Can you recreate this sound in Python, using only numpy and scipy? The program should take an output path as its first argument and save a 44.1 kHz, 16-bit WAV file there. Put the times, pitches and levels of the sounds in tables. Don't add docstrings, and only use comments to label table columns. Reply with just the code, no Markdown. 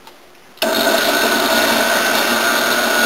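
import sys
import numpy as np
from scipy import signal
from scipy.fft import rfft, irfft
from scipy.io import wavfile
from scipy.ndimage import uniform_filter1d, map_coordinates

SR = 44100
rng = np.random.default_rng(int(sys.argv[2]) if len(sys.argv) > 2 else 0)


def dump_mix(stems):
    frames = np.atleast_2d(stems).T
    limited = np.clip(frames, -1, 1)
    pcm = np.round(limited * 32767).astype(np.int16)
    wavfile.write(sys.argv[1], SR, pcm)


def decibels_to_gain(level_db):
    exponent = np.asarray(level_db, float) / 20
    return 10 ** exponent


N = 134505
MAINS2_HZ = 120


def col(table, k, at, log=False):
    a = np.array(table, float)
    if log:
        return np.interp(np.log(at), np.log(a[:, 0]), a[:, k])
    return np.interp(at, a[:, 0], a[:, k])


def level(x, db):
    return x * decibels_to_gain(db) / np.sqrt(np.mean(x ** 2))


def walk(rate):
    k = int(SR / rate)
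    held = np.repeat(rng.standard_normal(N // k + 1), k)
    return 1.035 * uniform_filter1d(uniform_filter1d(held, k), k)[:N]


def peak(x, hz, width):
    return signal.lfilter(*signal.iirpeak(min(hz, 4200), hz / width, SR), x)


def bands(table, slow_db, quick_db):
    f = np.arange(N // 2 + 1) * SR / N + 1
    swell = walk(6.37)
    noise = rfft(rng.standard_normal(N)) * decibels_to_gain(col(table, 1, f, True)) * (f < 4300)
    out = 0
    for hz in 40 * 2 ** np.arange(0, 7, .5):
        share = np.cos(np.clip(np.log2(f / hz) * np.pi, -np.pi / 2, np.pi / 2)) ** 2
        out = out + irfft(noise * share, N) * decibels_to_gain(slow_db * swell + quick_db * walk(20))
    return level(out, 0)


# f/Hz, level/dB (per Hz)
KITCHEN = [(29, -42), (50, -29.5), (296, -9), (330, -15.5), (362, -2.5), (412, -14.5), (443, -10),
           (2180, -19), (4000, -22.5), (5200, -53), (8800, -120)]


def kitchen():
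    return decibels_to_gain(-46) * bands(KITCHEN, 1.9, 2.0)


# t/s, level/dB, length/s, f/Hz
HANDLING = [
    (.0701, -32.5, 0.01, 886),
    (.0702, -30, 0.011, 3050),
    (0.081, -40, 0.017, 2500),
    (.345, -44, .04, 2510),
    (0.522, -44, 0.0087, 1520),
    (0.564, -44.5, 0.046, 1090),
    (0.5715, -34.5, 0.017, 3540),
    (.618, -19, 0.012, 1960),
    (0.621, -12.5, 0.011, 2900),
    (0.624, -23, 0.011, 194),
]


def handling(t):
    out = np.zeros(N)
    for s, db, length, hz in HANDLING:
        u = np.clip(t - s, 0, None) / length
        grit = rng.standard_normal(N) * decibels_to_gain(4 * walk(600))
        burst = level(peak(grit, hz, .5 * hz), db)
        out += burst * (t > s) * np.minimum(u * 6, 1) * np.exp(-u)
    return out


# t/s, level/dB, rise/s, f/Hz
JOLTS = [(0.0724, -32.5, .003, 900), (0.6197, -6, 0.00079, 2880), (0.621, -12, .002, 3626),
         (.629, -12, 0.0049, 650), (0.6454, -10.5, 0.0049, 650), (0.666, -18.5, 0.0058, 650),
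         (0.704, -13.5, .008, 640), (0.801, -13.5, .012, 645), (0.857, -13, 0.015, 661),
         (0.866, -15, 0.014, 1508), (0.938, -9.5, 0.0068, 660), (1.301, -15, 0.022, 1487)]


def jolts(t):
    out = np.zeros(N)
    for s, db, rise, hz in JOLTS:
        u = np.clip(t - s, 0, None) / rise
        turns = hz * t + rng.random()
        out += decibels_to_gain(db) * u * np.exp(1 - u) * np.sin(2 * np.pi * turns)
    return out


# f/Hz, width/Hz, level/dB
HOUSING = [(1186, 30, -6), (1232, 30, -13), (1305, 44, -4), (1403, 30, -.5), (1448, 36, 4.5),
           (1506, 36, 2.5), (1550, 24, .5), (1590, 24, -6), (1660, 80, -11)]


def housing(x):
    out = 0
    for hz, width, db in HOUSING:
        out = out + decibels_to_gain(db) * peak(peak(x, hz, 1.25 * width), hz, 1.25 * width)
    return out


# t/s, f/Hz, level/dB
WHINE = [(.64, 1310, -33), (.86, 1322, -29), (1.0, 1365, -28), (1.1, 1386, -23), (1.22, 1396, -23),
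         (1.3, 1390, -25), (1.48, 1436, -21), (1.64, 1462, -22), (1.88, 1515, -20), (2.04, 1519, -20),
         (2.2, 1544, -20), (2.44, 1555, -20), (2.6, 1550, -20), (2.76, 1577, -19), (2.86, 1590, -20),
         (2.92, 1580, -19), (3.05, 1572, -19)]
# steps of twice the mains rate, level/dB
SIDEBANDS = [
    (-4, -14),
    (-3, -2),
    (-2, 0),
    (-1, 0),
    (0, 0),
    (1, -2),
    (2, -7),
]
# multiple of twice the mains rate, level/dB
BUZZ = [
    (1, -89.5),
    (2, -30),
    (3, -28.5),
    (5, -32.5),
    (7, -32),
]


def motor(t):
    hz = col(WHINE, 1, t) * (1 + 0.00093 * walk(30))
    turn = 2 * np.pi * np.cumsum(hz) / SR
    mains = 2 * np.pi * MAINS2_HZ * t
    whine = 0
    for k, db in SIDEBANDS:
        start = 2 * np.pi * rng.random()
        whine = whine + decibels_to_gain(db + 3.2 * walk(14)) * np.sin(turn + round(k) * mains + start)
    out = housing(decibels_to_gain(col(WHINE, 2, t)) * whine)
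    brushes = rng.standard_normal(N)
    out += level(housing(brushes), -23.5)
    shaft = np.sin((turn - 2 * mains) / 12)
    out += decibels_to_gain(-41) * peak(shaft, 101, 6.5)
    for k, db in BUZZ:
        start = 2 * np.pi * rng.random()
        out += decibels_to_gain(db - 2.5 + 3.3 * walk(14)) * np.sin(round(k) * mains + start + 0.98 * walk(8))
    return out


def rings(table, push):
    out = 0
    for k, (hz, width, db) in enumerate(table):
        ring = level(peak(peak(push, hz, 1.37 * width), hz, 1.37 * width), 0)
        out = out + decibels_to_gain(db + 1.2 * walk(13)) * ring * (-1) ** k
    return out


# f/Hz, width/Hz, level/dB
JAR = [(230, 22.3, -4.5), (280.7, 31, -6.5), (388.5, 130, -1.5), (565, 46, -9.5), (613.4, 72, -2.5),
       (670.3, 50, -1.5), (899, 120, -2)]
# f/Hz, level/dB (per Hz)
CHURN = [(35, -53), (60, -44), (232, -6.5), (494, -9), (621, 5.5), (780, -5), (1470, -5), (1720, -7.5),
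         (4000, -8.5), (5200, -19), (8800, -120)]
# f/Hz, width/Hz, level/dB
SPLASH = [(1849, 52, -10), (2277, 110, -8.5), (2720, 160, -6), (3612, 380, -2.5)]
# t/s, churn level/dB, rumble level/dB, knocking level/dB
LOAD = [
    (.62, -31.5, -18, -15),
    (.72, -27.5, -20.5, -3),
    (.76, -25, -22.5, 12),
    (.86, -24.5, -17.5, 3),
    (1.0, -20.5, -19.5, 6.5),
    (1.25, -21.5, -19.5, 3),
    (1.6, -20, -21, 5.5),
    (2, -19, -20.5, -4),
    (2.6, -21, -25, 3),
    (3.05, -21, -21.5, -0.5),
]


def mix(t):
    pulse = 1 + 0.13 * np.sin(2 * np.pi * MAINS2_HZ * t)
    push = rng.standard_normal(N) * decibels_to_gain(3.2 * walk(39.92)) * pulse
    rumble = level(rings(JAR, push), 0)
    churn = bands(CHURN, 0.23, 1.5) + decibels_to_gain(-7) * rings(SPLASH, push)
    return rumble * decibels_to_gain(col(LOAD, 2, t)) + churn * decibels_to_gain(col(LOAD, 1, t))


# t/s, peak level/dB
CHUNKS = [(0.7288, -18), (0.7472, -16), (0.7622, -14), (0.7916, -16), (0.8301, -14), (0.9667, -17),
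          (1.0461, -13), (1.074, -16), (1.092, -16), (1.1344, -15), (1.1688, -16), (1.1917, -16),
          (1.2157, -15), (1.4137, -21), (1.4267, -17), (1.4586, -15), (1.5459, -16), (1.5908, -16),
          (1.723, -19), (1.7804, -15), (1.9375, -19), (2.0074, -18), (2.0653, -16), (2.1511, -17),
          (2.2753, -18), (2.4404, -20), (2.6145, -17), (2.7238, -16), (2.9916, -19), (3.0161, -15)]
# f/Hz, level/dB, t60/s (time to fade by 60 dB)
GLASS = [
    (650, -8.5, 0.076),
    (2740, -11.5, 0.0086),
    (3170, -11, 0.014),
    (3720, 2.5, 0.024),
    (3943, 2.5, 0.009),
]


def chunks(t):
    knocks_per_s = 320
    spread_db = 2 * np.minimum(rng.exponential(size=N), 2)
    knock_db = -26.5 + col(LOAD, 3, t) + 0.52 * walk(25) + spread_db
    hits = (rng.random(N) < knocks_per_s / SR) * decibels_to_gain(knock_db) * rng.choice([-1, 1], N)
    chance = rng.random((len(CHUNKS), 2, 2))
    for (s, db), c in zip(CHUNKS, chance):
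        hits[int(s * SR)] += decibels_to_gain(db + 1.2)
        for k in range(2):
            bounce = int((s + .003 * (k + .5 + c[k, 0])) * SR)
            hits[min(bounce, N - 1)] -= decibels_to_gain(db - 2.0 - 6.5 * c[k, 1])
    u = np.arange(SR // 10) / SR
    ring = 0
    for hz, db, t60 in GLASS:
        ring = ring + decibels_to_gain(db) * np.exp(-np.log(1000) * u / t60) * np.sin(2 * np.pi * hz * u)
    return decibels_to_gain(-4) * signal.fftconvolve(hits, ring)[:N]


def room(x):
    t60_s, echo_db = 0.32, -10
    u = np.arange(SR // 2) / SR
    tail = rng.standard_normal(len(u)) * np.exp(-np.log(1000) * u / t60_s) * (u > .004)
    tail = tail / np.sqrt(np.sum(tail ** 2))
    return x + decibels_to_gain(echo_db) * signal.fftconvolve(x, tail)[:N]


def scene():
    t = np.arange(N) / SR
    start_s, rise_s = .622, 0.002
    on = np.clip((t - start_s) / rise_s, 0, 1)
    blender = room(on * (mix(t) + chunks(t)) + handling(t) + jolts(t))
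    blender += on * motor(t)
    blender -= 0.96 * peak(blender, 1392, 23)
    blender = signal.sosfilt(signal.butter(2, 88.8, "high", fs=SR, output="sos"), blender)
    return (blender + kitchen())[None]


def roll_off(x):
    return signal.sosfilt(signal.butter(12, 15750, fs=SR, output="sos"), x)


def record(dry):
    camera_hz, step = 8001.55, .0078
    x = signal.sosfilt(signal.ellip(6, .5, 50, 3950, fs=SR, output="sos"), dry[0])
    places = np.arange(int(N * camera_hz / SR) + 2) * SR / camera_hz
    samples = map_coordinates(x, [places], mode="nearest")
    steps = np.floor(np.clip(samples, -.85, .85) / step) * step
    out = steps[(np.arange(N) * camera_hz / SR).astype(int)]
    out = signal.sosfilt(signal.ellip(10, .2, 80, 15700, fs=SR, output="sos"), out)
    return roll_off(out[None])


dry = scene()
out = record(dry)
dump_mix(out)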